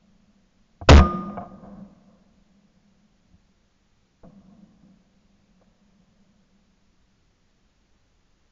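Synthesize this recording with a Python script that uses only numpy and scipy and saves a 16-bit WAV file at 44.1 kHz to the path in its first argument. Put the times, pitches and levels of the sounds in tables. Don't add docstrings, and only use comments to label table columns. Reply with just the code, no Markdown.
import sys
import numpy as np
from scipy.fft import rfft, irfft, next_fast_len
from scipy.io import wavfile
from scipy.ndimage import uniform_filter1d, map_coordinates

SR = 44100
rng = np.random.default_rng(int(sys.argv[2]) if len(sys.argv) > 2 else 0)


def pcm_store(signal):
    levels = np.round(np.clip(np.atleast_2d(signal), -1, 1) * 32767)
    wavfile.write(sys.argv[1], SR, levels.astype(np.int16).T)


N = 375291
SHOT_S = 0.888

def amp(db):
    return 10 ** (np.asarray(db) / 20)

def unit(x):
    return x / np.sqrt(np.mean(x ** 2) + 1e-20)

def since(start_s):
    return np.maximum(np.arange(N) / SR - start_s, 0)

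def strike(start_s, rise_s, t60_s):
    t = since(start_s)
    return (1 - np.exp(-(t / rise_s) ** 2)) * np.exp(-np.log(1000) * t / t60_s)

def swell(peak_s, width_s, order=2):
    return np.exp(-np.abs((since(0) - peak_s) / width_s) ** order)

def wobble(rate_hz):
    knots = rng.standard_normal(int(N * rate_hz / SR) + 4)
    return map_coordinates(knots, [np.arange(N) * rate_hz / SR])

def filtered(x, response):
    size = next_fast_len(N + SR // 2)
    return irfft(rfft(x, size) * response(np.fft.rfftfreq(size, 1 / SR)), size)[:N]

def noise(response):
    return unit(filtered(rng.standard_normal(N), response))

def coloured(spectrum):
    freq_hz, db = np.transpose(spectrum)
    return noise(lambda hz: amp(np.interp(np.log(hz + 1), np.log(freq_hz), db)))

def high_pass(hz, edge_hz):
    return 1j * hz / (edge_hz + 1j * hz)

def resonances(hz, modes):
    peaks = sum((-1) ** k * amp(db) * pitch * width / (pitch ** 2 - hz ** 2 + 1j * hz * width)
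                for k, (pitch, width, db) in enumerate(modes))
    return peaks * high_pass(hz, 80)

def burst(start_s, modes, t60_s, bright_hz, bass_cut_hz, rattle=.12):
    push = rattle * rng.standard_normal(N) * strike(start_s, .00089, t60_s)
    push[round(start_s * SR)] += 1
    ring = filtered(push, lambda hz: resonances(hz, modes)
                    * (high_pass(hz, bass_cut_hz) / (1 + 1j * hz / bright_hz)) ** 2)
    return ring / np.sqrt(uniform_filter1d(ring ** 2, size=441).max())

# freq_hz, relative_db
BREEZE_SPECTRUM = [(10, 0), (30, 0), (60, -7), (110, -11), (200, -30), (500, -60)]
def breeze(level_db=-69, gusts_db=4):
    return amp(level_db) * unit(amp(gusts_db * wobble(7)) * coloured(BREEZE_SPECTRUM))

# freq_hz, relative_db
FLOOR_SPECTRUM = [(10, -5.5), (30, -4), (70, -11), (130, -15), (300, -19), (600, -25.5), (1200, -27.5),
                  (3000, -31), (7000, -34)]
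def microphone_floor(level_db=-65):
    return amp(level_db) * coloured(FLOOR_SPECTRUM)

# pitch_hz, width_hz, gain_db
HOUSING_MODES = [(197, 30, 0), (508, 42, -12), (615, 70, -14), (705, 80, -15), (1075, 100, -21),
                 (1230, 130, -26), (1560, 200, -33), (2200, 250, -45)]
def housing_drone():
    pitch_hz = HOUSING_MODES[0][0]
    return noise(lambda hz: resonances(hz, HOUSING_MODES[:1]) / (1 + ((hz - pitch_hz) / 60) ** 2))

# time_s, level_db
HUM_LEVELS = [(0, -60), (.7, -66), (3.1, -63.5), (3.9, -75), (5.4, -66.5), (6.25, -62.5), (7.1, -73),
              (8.5, -76.5)]
def air_hum(upper_db=-14):
    time_s, level_db = np.transpose(HUM_LEVELS)
    upper = amp(upper_db) * noise(lambda hz: resonances(hz, HOUSING_MODES[1:]) / (1 + (hz / 900) ** 2))
    return amp(np.interp(since(0), time_s, level_db)) * (housing_drone() + upper)

# start_s, pop_db, bright_hz, bass_cut_hz, whump_db
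FAR_ARRIVALS = [(4.233, -48, 1600, 304, -42), (4.242, -45, 800, 298, -55.5), (4.268, -42.5, 199, 101, -75),
                (5.612, -57.5, 650, 800, -72)]
def far_shots(t60_s=.073, whump_s=.0079):
    out = np.zeros(N)
    for start_s, pop_db, bright_hz, bass_cut_hz, whump_db in FAR_ARRIVALS:
        pop = burst(start_s, HOUSING_MODES, t60_s, bright_hz, bass_cut_hz, rattle=.134)
        age = since(start_s) / whump_s
        whump = 2 * age * (2 - age) * np.exp(-age)
        out += amp(pop_db) * pop + amp(whump_db) * whump
    return out

# freq_hz, relative_db
RUMBLE_SPECTRUM = [(15, -2), (40, 0), (110, -3), (160, -5), (270, -1), (320, -2), (390, -19.5), (900, -45)]
def scatter(returns, air_hz, rumble_db):
    boom_power, body_power = np.zeros(N), np.zeros(N)
    for start_s, boom_db, body_db, t60_s in returns:
        envelope = strike(start_s, .02, t60_s)
        boom_power += (amp(boom_db) * envelope) ** 2
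        body_power += (amp(body_db) * envelope) ** 2
    boom = housing_drone() + amp(rumble_db) * coloured(RUMBLE_SPECTRUM)
    body = noise(lambda hz: resonances(hz, HOUSING_MODES[1:])
                 * high_pass(hz, 180) / (1 + (hz / air_hz) ** 2))
    return np.sqrt(boom_power) * boom + np.sqrt(body_power) * body

# start_s, boom_db, body_db, t60_s
WOOD_WASHES = [(.888, -26.5, -35, 2.2), (4.245, -51, -62.5, 3.26), (5.612, -69.5, -74.5, 2)]
# start_s, boom_db, body_db
TREE_ECHOES = [(1.615, -38, -44), (1.743, -39.5, -51.5), (2.06, -59, -60.5), (4.495, -47, -64),
               (4.6, -49.5, -68), (4.81, -50.5, -70.5)]
def woods(echo_t60_s=.662):
    bushes = (SHOT_S, -13, -11.5, .41)
    returns = [bushes, *WOOD_WASHES] + [(*row, echo_t60_s) for row in TREE_ECHOES]
    first_far_s = FAR_ARRIVALS[0][0]
    near = [row for row in returns if row[0] < first_far_s]
    far = [row for row in returns if row[0] >= first_far_s]
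    return scatter(near, air_hz=4000, rumble_db=-9) + scatter(far, air_hz=2600, rumble_db=-9.5)

# freq_hz, relative_db
FROND_SPECTRUM = [(700, -27), (1400, 5.5), (2000, 3), (2700, -3), (3600, -3), (4400, -15.5), (5400, -5.5),
                  (6200, -20.5), (7500, -30)]
def fronds(level_db=-37, t60_s=.9):
    return amp(level_db) * strike(SHOT_S, .02, t60_s) * coloured(FROND_SPECTRUM)

# pitch_hz, width_hz, gain_db
RECEIVER_MODES = [(176, 26, 3.5), (340, 40, -14), (478, 50, -8.5), (708, 42, 3.5), (1071, 80, -7.5),
                  (1234.5, 140, -12.5), (1609, 150, -20.5), (2220, 160, -26.5), (3050, 400, -36.5)]
# start_s, rattle_db, bright_hz, rattle_t60_s, thud_db
GUN_KNOCKS = [(.813, -37, 1200, 0.051, -25.5), (.978, -17.5, 9000, .04, -50.5), (.991, -15, 9000, .05, -50),
              (1.297, -43.5, 9000, 0.017, -68), (1.372, -30, 2487, 0.058, -39),
              (1.379, -33.5, 2500, 0.03, -32), (1.406, -40.5, 2010, 0.053, -56.5),
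              (1.413, -37, 2000, 0.19, -56), (3.331, -53.5, 149.7, .05, -45)]
def knocks(thud_hz=88):
    out = np.zeros(N)
    for start_s, rattle_db, bright_hz, t60_s, thud_db in GUN_KNOCKS:
        rattle = burst(start_s, RECEIVER_MODES, t60_s, bright_hz, bass_cut_hz=.08 * bright_hz)
        thud = strike(start_s, .006, .15) * np.sin(2 * np.pi * thud_hz * since(start_s))
        out += amp(rattle_db) * rattle + amp(thud_db) * thud
    return out

# freq_hz, relative_db
BOLT_SPECTRUM = [(300, -14.5), (700, 1), (1300, 0.5), (2300, -0.5), (3500, -6), (4400, -12.5), (5600, -8.5),
                 (7500, -19.5)]
def bolt_scrape(level_db=-17, delay_s=.062, width_s=.041):
    return amp(level_db) * swell(SHOT_S + delay_s, width_s, order=4) * coloured(BOLT_SPECTRUM)

# pitch_hz, level_db, t60_s
BARREL_MODES = [(349, -20, .95), (1203, -26, .85), (1221, -12.5, .88), (1486, -31, .6), (183, -9, .55),
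                (511, -17, .3), (1098, -22, .35), (1163, -26, .36)]
def barrel(jolt_hz=130, bend_hz=73.5):
    t = since(SHOT_S)
    jolt = amp(31) * strike(SHOT_S, .019, .072) * np.sin(2 * np.pi * jolt_hz * t)
    whip = -amp(34) * strike(SHOT_S, .08, .168) * np.sin(2 * np.pi * bend_hz * t)
    ring = sum(amp(level_db) * strike(SHOT_S, .0037, t60_s) * np.sin(2 * np.pi * pitch_hz * t)
               for pitch_hz, level_db, t60_s in BARREL_MODES)
    return jolt + whip + ring

# freq_hz, relative_db
CRACK_SPECTRUM = [(30, -19.5), (300, -9), (520, 2), (780, -7), (1100, -9), (1500, -13.5), (3000, -19.5),
                  (5000, -25), (8000, -35)]
ROAR_SPECTRUM = [(25, -16.5), (50, -1.5), (80, -7), (130, -3), (240, -4.5), (350, -9), (600, -17),
                 (1200, -27.5), (3000, -38.5), (7500, -49.5)]
def muzzle_blast():
    push = amp(-19) * swell(SHOT_S - .0065, .0024)
    crack = amp(25) * strike(SHOT_S - .001, rise_s=.011, t60_s=.055) * coloured(CRACK_SPECTRUM)
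    roar = amp(13) * strike(SHOT_S, rise_s=.0079, t60_s=.18) * coloured(ROAR_SPECTRUM)
    suction = -amp(-11) * swell(SHOT_S + .085, .04)
    return push + crack + roar + suction

def scene():
    gun = muzzle_blast() + barrel() + bolt_scrape() + knocks()
    return (gun + fronds() + woods() + far_shots() + air_hum() + microphone_floor() + breeze())[None]

def record(dry, ceiling_db=-6, leak_db=-23, top_hz=7100):
    ceiling = amp(ceiling_db)
    clipped = np.clip(dry[0], -ceiling, ceiling)
    overload_treble = filtered(dry[0] - clipped, lambda hz: high_pass(hz, 990) ** 2)
    shiver = amp(leak_db) * np.clip(overload_treble, -ceiling, ceiling)
    return filtered(clipped + shiver, lambda hz: 1 / np.sqrt(1 + (hz / top_hz) ** 80))[None]

dry = scene()
out = record(dry)
pcm_store(out)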